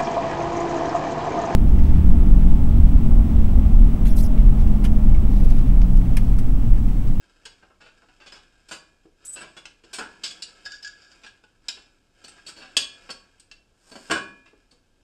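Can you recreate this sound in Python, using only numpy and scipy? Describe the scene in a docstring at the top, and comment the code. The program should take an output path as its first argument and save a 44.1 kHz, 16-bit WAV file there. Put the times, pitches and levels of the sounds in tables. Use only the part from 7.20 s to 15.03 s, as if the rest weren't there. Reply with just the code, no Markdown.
"""A small hard room with a tiled floor; one microphone, close to a welded frame of steel pipe.
Over a low hush, hands settle a panel of chain-link mesh into the frame: wire rustles, clamps chatter.
At 2 s a rod squeaks in its clamps, then knocks and, at 3.5 s, slides. From 5 s the mesh is pulled taut
until a bar snaps against the pipe. Near 7 s the mesh drags, and the whole frame bumps the floor,
rings and comes to rest. Tiles and walls answer every knock."""
import sys
import numpy as np
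from scipy import signal
from scipy.fft import rfft, irfft
from scipy.io import wavfile
from scipy.ndimage import uniform_filter1d

SR = 44100
rng = np.random.default_rng(int(sys.argv[2]) if len(sys.argv) > 2 else 0)


def transcribe(signal):
    """Save signal, clipped to [-1, 1], as a 16-bit WAV file at the path in sys.argv[1]."""
    frames = np.atleast_2d(signal).T
    limited = np.clip(frames, -1, 1)
    pcm = np.round(limited * 32767).astype(np.int16)
    wavfile.write(sys.argv[1], SR, pcm)


N = 345303


def amp(db):
    """Decibels to gain."""
    return 10 ** (np.asarray(db) / 20)


def unit(x):
    """Scale to rms 1."""
    return x / np.sqrt(np.mean(x ** 2) + 1e-20)


def read(points, hz):
    """Interpolate a table on a log-frequency axis."""
    f, value = np.transpose(points)
    return np.interp(np.log(hz + 1), np.log(f + 1), value)


def add(mix, start_s, sound):
    """Mix a sound in at its start time."""
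    part = mix[max(round(start_s * SR), 0):][:len(sound)]
    part += sound[:len(part)]


def colour(x, *spectra, size=4096):
    """Causal filter with the summed dB of the spectra."""
    hz = abs(np.fft.fftfreq(size, 1 / SR))
    log_gain = np.log(amp(sum(read(s, hz) for s in spectra)))
    taps = np.fft.ifft(np.exp(np.conj(signal.hilbert(log_gain)))).real
    return signal.oaconvolve(x, taps[:size // 2])[:len(x)]


def level_out(x, count=16):
    """Flatten a burst's spectrum over broad bands, keeping its fine lines."""
    hz, power = np.fft.rfftfreq(len(x), 1 / SR), abs(rfft(x)) ** 2
    centres = np.geomspace(100, 13000, count)
    bands = [(f, -10 * np.log10(power[abs(hz - f) < 70 + f / 5].mean())) for f in centres]
    return colour(x, bands)


def grit(count, per_s, spread_db, smooth):
    """Micro-impacts of uneven size over a share of smooth friction."""
    size = amp(spread_db * np.minimum(rng.exponential(1, count), 4))
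    hits = size * rng.choice([-1, 1], count) * (rng.random(count) < per_s / SR)
    return unit(unit(hits) + smooth * rng.standard_normal(count))


def strokes(rows, attack_s, release_s):
    """Gain of hand movements: each swells up to its listed time, holds and dies away."""
    t = np.arange(N) / SR
    gains = []
    for start, hold, db in rows:
        swell = np.minimum(t - start, 0) / attack_s
        fade = np.maximum(t - start - hold, 0) / release_s
        gains.append(amp(db) * np.exp(swell - fade))
    return np.max(gains, axis=0)


# Room tone all around the microphone: (frequency [Hz], relative level [dB])
HUSH_SPECTRUM = [(12, -20), (20, 3), (140, -19), (310, -16), (1890, -36.5), (2700, -34), (4190, -35),
                 (5510, -36.5), (5990, -36.5), (7250, -36), (14000, -52)]
def room_tone(hush_db=-65, hum_hz=101, hum_db=-79.5):
    """The steady low hush of the room with a faint mains hum."""
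    spectrum = amp(read(HUSH_SPECTRUM, np.fft.rfftfreq(N, 1 / SR)))
    hush = irfft(rfft(rng.standard_normal(N)) * spectrum, N)
    hum = np.sin(2 * np.pi * hum_hz * np.arange(N) / SR)
    return amp(hush_db) * unit(hush) + amp(hum_db) * unit(hum)


# Decay of the small tiled room: (frequency [Hz], t60 [s])
ROOM_DECAY = [(120, 0.74), (400, 0.45), (1500, 0.37), (4000, 0.34), (8000, 0.31), (14000, 0.2)]
def reflections(x, wet_db=-9.0, build_s=0.0071):
    """Dense echoes reach the microphone from tiles and walls, each band dying at its own speed."""
    echoes = rng.choice([-1., 1.], SR) * (rng.random(SR) < 4000 / SR)
    hz, t, bands = signal.stft(echoes, SR, nperseg=256)
    decay = amp(-60 * t / read(ROOM_DECAY, hz)[:, None])
    tail = signal.istft(bands * decay, SR, nperseg=256)[1]
    tail *= 1 - np.exp(-(np.arange(len(tail)) / SR / build_s) ** 2)
    return amp(wet_db) * signal.fftconvolve(x, tail / np.linalg.norm(tail))[:N]


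def ring_fittings(hits, ring_db=0, t60=0.071, uneven_db=3, count=110):
    """Hits plus the crowded, brief modes of clamps and wire, which differ with every spot touched."""
    t = np.arange(SR // 10) / SR
    detune, size, phase = rng.standard_normal((3, count, 1))
    hz = 12000 * ((np.arange(count)[:, None] + 2 + .4 * detune) / count) ** 1.4
    modes = amp(uneven_db * size) * hz ** (1 / 7) * np.sin(2 * np.pi * (hz * t + phase))
    ringing = modes.sum(0) * amp(-60 * t / t60)
    ringing /= np.linalg.norm(ringing)
    return hits + amp(ring_db) * signal.oaconvolve(hits, ringing)[:len(hits)]


# Colour of the steelwork, shared by rustle, drag and knocks: (frequency [Hz], level [dB])
STEEL_COLOUR = [(50, -21.5), (170, -3), (390, 0), (750, -3), (1250, -3.5), (1580, 5.5), (1800, -4.5),
                (2030, -6), (2400, -0.5), (2750, 1), (3800, -4), (4170, -5), (4500, -0.5), (5300, 0.5),
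                (6000, -9.5), (7000, -3), (8500, -4), (9500, -18), (14000, -32)]
# Hands shift the mesh: (time [s], hold [s], relative level [dB])
MESH_SHIFTS = [(0, 0.3, -63.5), (.75, 0.86, -66), (2.03, 0.31, -60), (2.69, 0.74, -55.5), (3.4, 0.6, -59),
               (4.48, 0.031, -56.5), (4.99, 0.67, -57), (5.48, 0.42, -54), (6.8, 0.15, -52.5)]
def mesh_rustle(gain_db=-3, rest_db=-76, clump_db=1.5):
    """Wire links tick and rub against each other in clumps, each tick ringing briefly."""
    clumps = unit(uniform_filter1d(rng.standard_normal(N), size=1500))
    ticks = grit(N, per_s=400, spread_db=3, smooth=0.7) * amp(clump_db * clumps)
    wire_colour = [(150, 7.5), (400, -1.5), (1100, 1.5), (1600, 0), (3000, -1.5), (5000, -5),
                   (9000, -6.5)]
    wire = colour(ring_fittings(ticks), STEEL_COLOUR, wire_colour)
    movement = strokes(MESH_SHIFTS, attack_s=0.024, release_s=0.14)
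    return (amp(rest_db) + amp(gain_db) * movement) * unit(wire)


# The mesh drags as the frame shifts: (time [s], hold [s], level [dB])
MESH_DRAGS = [(6.69, 0.27, -56.5)]
def mesh_drag():
    """Wire dragged over galvanised pipe hisses in fine, bright grains."""
    grains = grit(N, per_s=980, spread_db=-0.5, smooth=0.43)
    hiss = colour(grains, STEEL_COLOUR, [(1000, -1), (3000, -7), (5000, -1.5), (8000, 1), (13000, 5)])
    return strokes(MESH_DRAGS, attack_s=0.05, release_s=.015) * unit(hiss)


# Resonances of the sliding rod: (frequency [Hz], width [Hz], level [dB])
ROD_RESONANCES = [(1475, 80, -5), (1620, 30, 4.5), (1681, 21, 4), (3200, 900, -11.5), (3655, 43, -1),
                  (4790, 320, -3), (4980, 460, -4.5), (5280, 350, -2.5), (6900, 780, -11)]
# Pushes of the rod along the pipe: (time [s], hold [s], level [dB])
ROD_PUSHES = [(3.46, .008, -38.5), (3.51, 0.041, -40), (3.648, 0.034, -40), (3.72, 0.21, -58.5)]
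def rod_slide():
    """Friction grains ring the rod's resonances."""
    hz = np.fft.rfftfreq(N, 1 / SR)
    body = sum(amp(db) / (1 + 2j * (hz - f) / width) ** 2 for f, width, db in ROD_RESONANCES)
    grains = ring_fittings(grit(N, per_s=700, spread_db=7.0, smooth=0.43))
    rubbed = unit(irfft(rfft(grains) * body, N))
    return strokes(ROD_PUSHES, attack_s=0.0041, release_s=0.017) * rubbed


# The rod catches in a clamp: (time [s], hold [s], level [dB])
ROD_CATCHES = [(2.051, 0.022, -41.5), (2.09, 0.041, -51), (2.132, 0.017, -44)]
# The rod slips free: (time [s], hold [s], level [dB])
ROD_SLIPS = [(2.08, 0.021, -36.5), (2.132, .012, -37.5), (2.207, 0.0089, -45.5)]
# Partials of its whistle: (frequency [Hz], relative level [dB])
WHISTLE_PARTIALS = [(8015, 5), (8160, -7), (10300, -13), (10810, -17)]
def rod_squeak(waver=0.00136):
    """The rod gives a dry rasp as it catches and a thin, beating whistle each time it slips."""
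    whistle = 0
    for hz, db in WHISTLE_PARTIALS:
        drift = unit(uniform_filter1d(rng.standard_normal(N), size=300))
        whistle += amp(db) * np.sin(2 * np.pi * np.cumsum(hz * (1 + waver * drift)) / SR)
    rasp_colour = [(2000, -23), (6300, -10), (8000, 6.5), (9300, -9), (10800, -0.5), (11800, -28),
                   (14000, -13)]
    rasp = colour(grit(N, per_s=4400, spread_db=4, smooth=.9), rasp_colour)
    slipping = strokes(ROD_SLIPS, attack_s=0.0053, release_s=0.019)
    catching = strokes(ROD_CATCHES, attack_s=0.0009, release_s=.008)
    return slipping * unit(whistle) + catching * unit(rasp)


# Modes of the pipe frame lying on the tiles: (frequency [Hz], relative level [dB], t60 [s])
FRAME_MODES = [(194.7, -22.5, 0.22), (314.2, -22.5, 0.28), (391, -19, 0.51), (947, -21, 0.8),
               (1061.5, -15.5, 0.21), (1117, -15, 0.44), (1415, -9.5, 0.22), (1593, -12, .32),
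               (1646, -6, 0.29), (1688, -13.5, 0.68), (2430, -15.5, 0.72), (2550, -15, 0.34),
               (2804, -15.5, 0.25), (2965, -15, 0.37), (3500, -23, 0.35), (3370, -23, 0.27),
               (3915, -22, 0.32), (4440, -15, 0.34), (5180, -22, 0.21)]
def frame_ring(force, blow, body_db, gain_db=-2.0, heavy_slope=0.43):
    """The frame gathers energy for as long as the chatter lasts, then rings on."""
    t = np.arange(len(force)) / SR
    modes = np.array([amp(-60 * t / t60) * np.sin(2 * np.pi * hz * t) for hz, _, t60 in FRAME_MODES])
    modes /= np.linalg.norm(modes, axis=1, keepdims=True)
    hz, mode_db, _ = np.transpose(FRAME_MODES)
    # light touches stay in the clamps; heavy blows reach the whole frame
    reach = amp(mode_db + read(blow, hz) + gain_db + heavy_slope * body_db)
    gathered = np.sqrt(np.cumsum(force ** 2) / np.sum(force ** 2))
    return gathered * (reach @ modes)


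# Where a blow's thud, body, clank, sparkle and top lie: (frequency [Hz])
BLOW_BANDS = [400, 1300, 4000, 8000, 12000]
# The parts that get touched, by name: (note [Hz], extra thud [dB], extra sparkle [dB])
TOUCHED_PARTS = {"clamp": (2700, -1.1, -9.5), "wire": (4480, 9, -2.4), "rod tip": (5080, -2.7, -7),
                 "rod shaft": (1640, -20.5, -9.5), "clip": (8100, -2, 0.92), "bar": (3375, 0, -3),
                 "pipe": (1500, 0.5, -1.5), "palm": (395, 11.7, -8)}
# Knocks close to the microphone; hardness is clank over body, share is the note against the clack:
# (time [s], chatter [s], relative level [dB], hardness [dB], share [dB], part)
KNOCKS = [ (.252, 0.01, -31, 5, -12.5, "bar"), (0.423, 0.018, -44.5, -15, -20, "clamp"),
          (0.5, 0.012, -54, -26, -15, "clamp"), (0.602, 0.036, -37, -5.5, -21, "clamp"),
          (0.653, 0.029, -40.5, -5, -5, "clamp"), (0.819, .016, -50.5, -22, -19, "clamp"),
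          (.884, 0.013, -48, -12, -9, "clamp"), (.997, 0.036, -38.5, -6, -4, "clamp"),
          (1.06, 0.019, -33, 3.5, -16, "clamp"), (1.118, 0.02, -33.5, -1, -1.5, "rod tip"),
          (1.148, 0.031, -36, -2.5, -11, "rod tip"), (1.484, 0.019, -38, 3, -16, "clip"),
          (1.51, .022, -23.5, 0.5, -10.5, "pipe"), (1.851, 0.011, -71, -26, 15.5, "palm"),
          (2.156, 0.025, -28.5, -3, -7, "clamp"), (2.203, 0.033, -28, -6, -15, "clamp"),
          (2.365, 0.018, -33, -3, -2, "bar"), (2.454, 0.0031, -31, 7.5, -5, "clamp"),
          (2.635, 0.013, -43, 4, -5.5, "palm"), (2.73, 0.018, -24.5, 5, -14, "clip"),
          (2.784, 0.01, -22, -4, -5.5, "pipe"), (2.806, 0.022, -29.5, -14, 2, "pipe"),
          (3.0351, 0.0063, -21.5, 15, -15, "rod tip"), (3.046, .023, -24.5, 15.5, -29, "rod tip"),
          (3.108, 0.0077, -37.5, 10, 1.5, "bar"), (3.2203, 0.0094, -31, 26, -14, "rod tip"),
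          (3.453, 0.0054, -40, 12, 8.5, "rod tip"), (3.458, 0.013, -37.5, 2, 10, "rod shaft"),
          (3.625, .011, -43, 15, 7.5, "rod tip"), (4.034, .018, -34, 3, -11, "clamp"),
          (4.062, .012, -36, 4.5, 1.5, "rod shaft"), (4.237, 0.0053, -45, -8, -14, "clamp"),
          (4.484, 0.0037, -22.5, 18, -4.5, "rod tip"), (4.568, 0.016, -41.5, -7.5, -2, "clamp"),
          (5.04, .015, -37.5, 10, -3.5, "wire"), (5.08, .0082, -39, 0.5, -2.5, "clip"),
          (5.179, .009, -45.5, -11, 3, "rod shaft"), (5.263, .017, -35.5, 16, -2.5, "wire"),
          (5.281, 0.017, -32.5, -1, -11, "clip"), (5.361, 0.033, -37.5, 0.5, -0.5, "wire"),
          (5.401, 0.049, -31.5, -5, -7, "clamp"), (5.5667, 0.0058, -13, 17.5, -2, "bar"),
          (5.891, 0.0077, -29.5, -11.5, -8.5, "clamp"), (5.902, 0.0075, -30.5, 9.5, -0.5, "wire"),
          (6.197, .005, -50, 13.5, -3, "clip"), (6.313, .0046, -38, 11.5, -0.5, "clamp"),
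          (6.714, 0.016, -38.5, -6.5, -3.5, "wire"), (6.754, 0.0072, -33.5, -7.5, -17, "wire"),
          (6.898, 0.0062, -23, -17, -12, "pipe"), (6.906, 0.018, -10, -7, -25, "pipe"),
          (6.953, 0.016, -22, -16, -4, "pipe"), (7.256, .022, -43, -5.5, -8, "clamp"),
          (7.329, 0.0085, -60, -21.5, -3, "palm"), (7.509, 0.018, -52.5, 11, -1, "wire"),
          (7.52, 0.017, -62, -24.5, -3.5, "palm")]
def knock(chatter_s, level_db, hardness_db, share_db, part, gain_db=25, note_t60=0.053, size=16384):
    """Steel chatters on steel: a burst of tiny blows, the touched part's note and the frame's ring."""
    note_hz, thud_db, sparkle_db = TOUCHED_PARTS[part]
    body_db, clank_db = level_db - hardness_db / 2, level_db + hardness_db / 2
    # each part's treble tilt continues up to 12 kHz, so most knocks sound duller on top
    top_db = clank_db + 1.71 * sparkle_db
    blow = list(zip(BLOW_BANDS, [body_db + thud_db, body_db, clank_db, clank_db + sparkle_db, top_db]))
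    t = np.arange(SR) / SR
    force = (1 - np.exp(-5 * t / chatter_s)) * np.exp(-t / chatter_s)
    chatter = force[:size] * grit(size, per_s=2000, spread_db=3.5, smooth=0.81)
    clack = colour(level_out(ring_fittings(chatter, ring_db=1)), STEEL_COLOUR, blow)
    # every tiny blow restarts the touched part, so its note is rough
    brief = t[:SR // 10]
    ping = amp(-60 * brief / note_t60) * np.sin(2 * np.pi * note_hz * brief)
    note = signal.oaconvolve(chatter, ping)[:size]
    note *= amp(share_db) * np.linalg.norm(clack) / np.linalg.norm(note)
    sound = frame_ring(force, blow, body_db)
    add(sound, 0, clack + note)
    return amp(gain_db) * sound


def scene():
    """At the microphone, in mono: the steelwork close by, the room behind it."""
    steel = rod_squeak() + rod_slide() + mesh_rustle() + mesh_drag()
    for start_s, *touch in KNOCKS:
        add(steel, start_s, knock(*touch))
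    return (steel + reflections(steel) + room_tone())[None]


def record(dry, edge_hz=14300):
    """The recorder's band limit."""
    lowpass = signal.firwin(511, edge_hz, window=("kaiser", 9), fs=SR)
    return signal.oaconvolve(dry, lowpass[None], "same")


dry = scene()
out = record(dry)
transcribe(out)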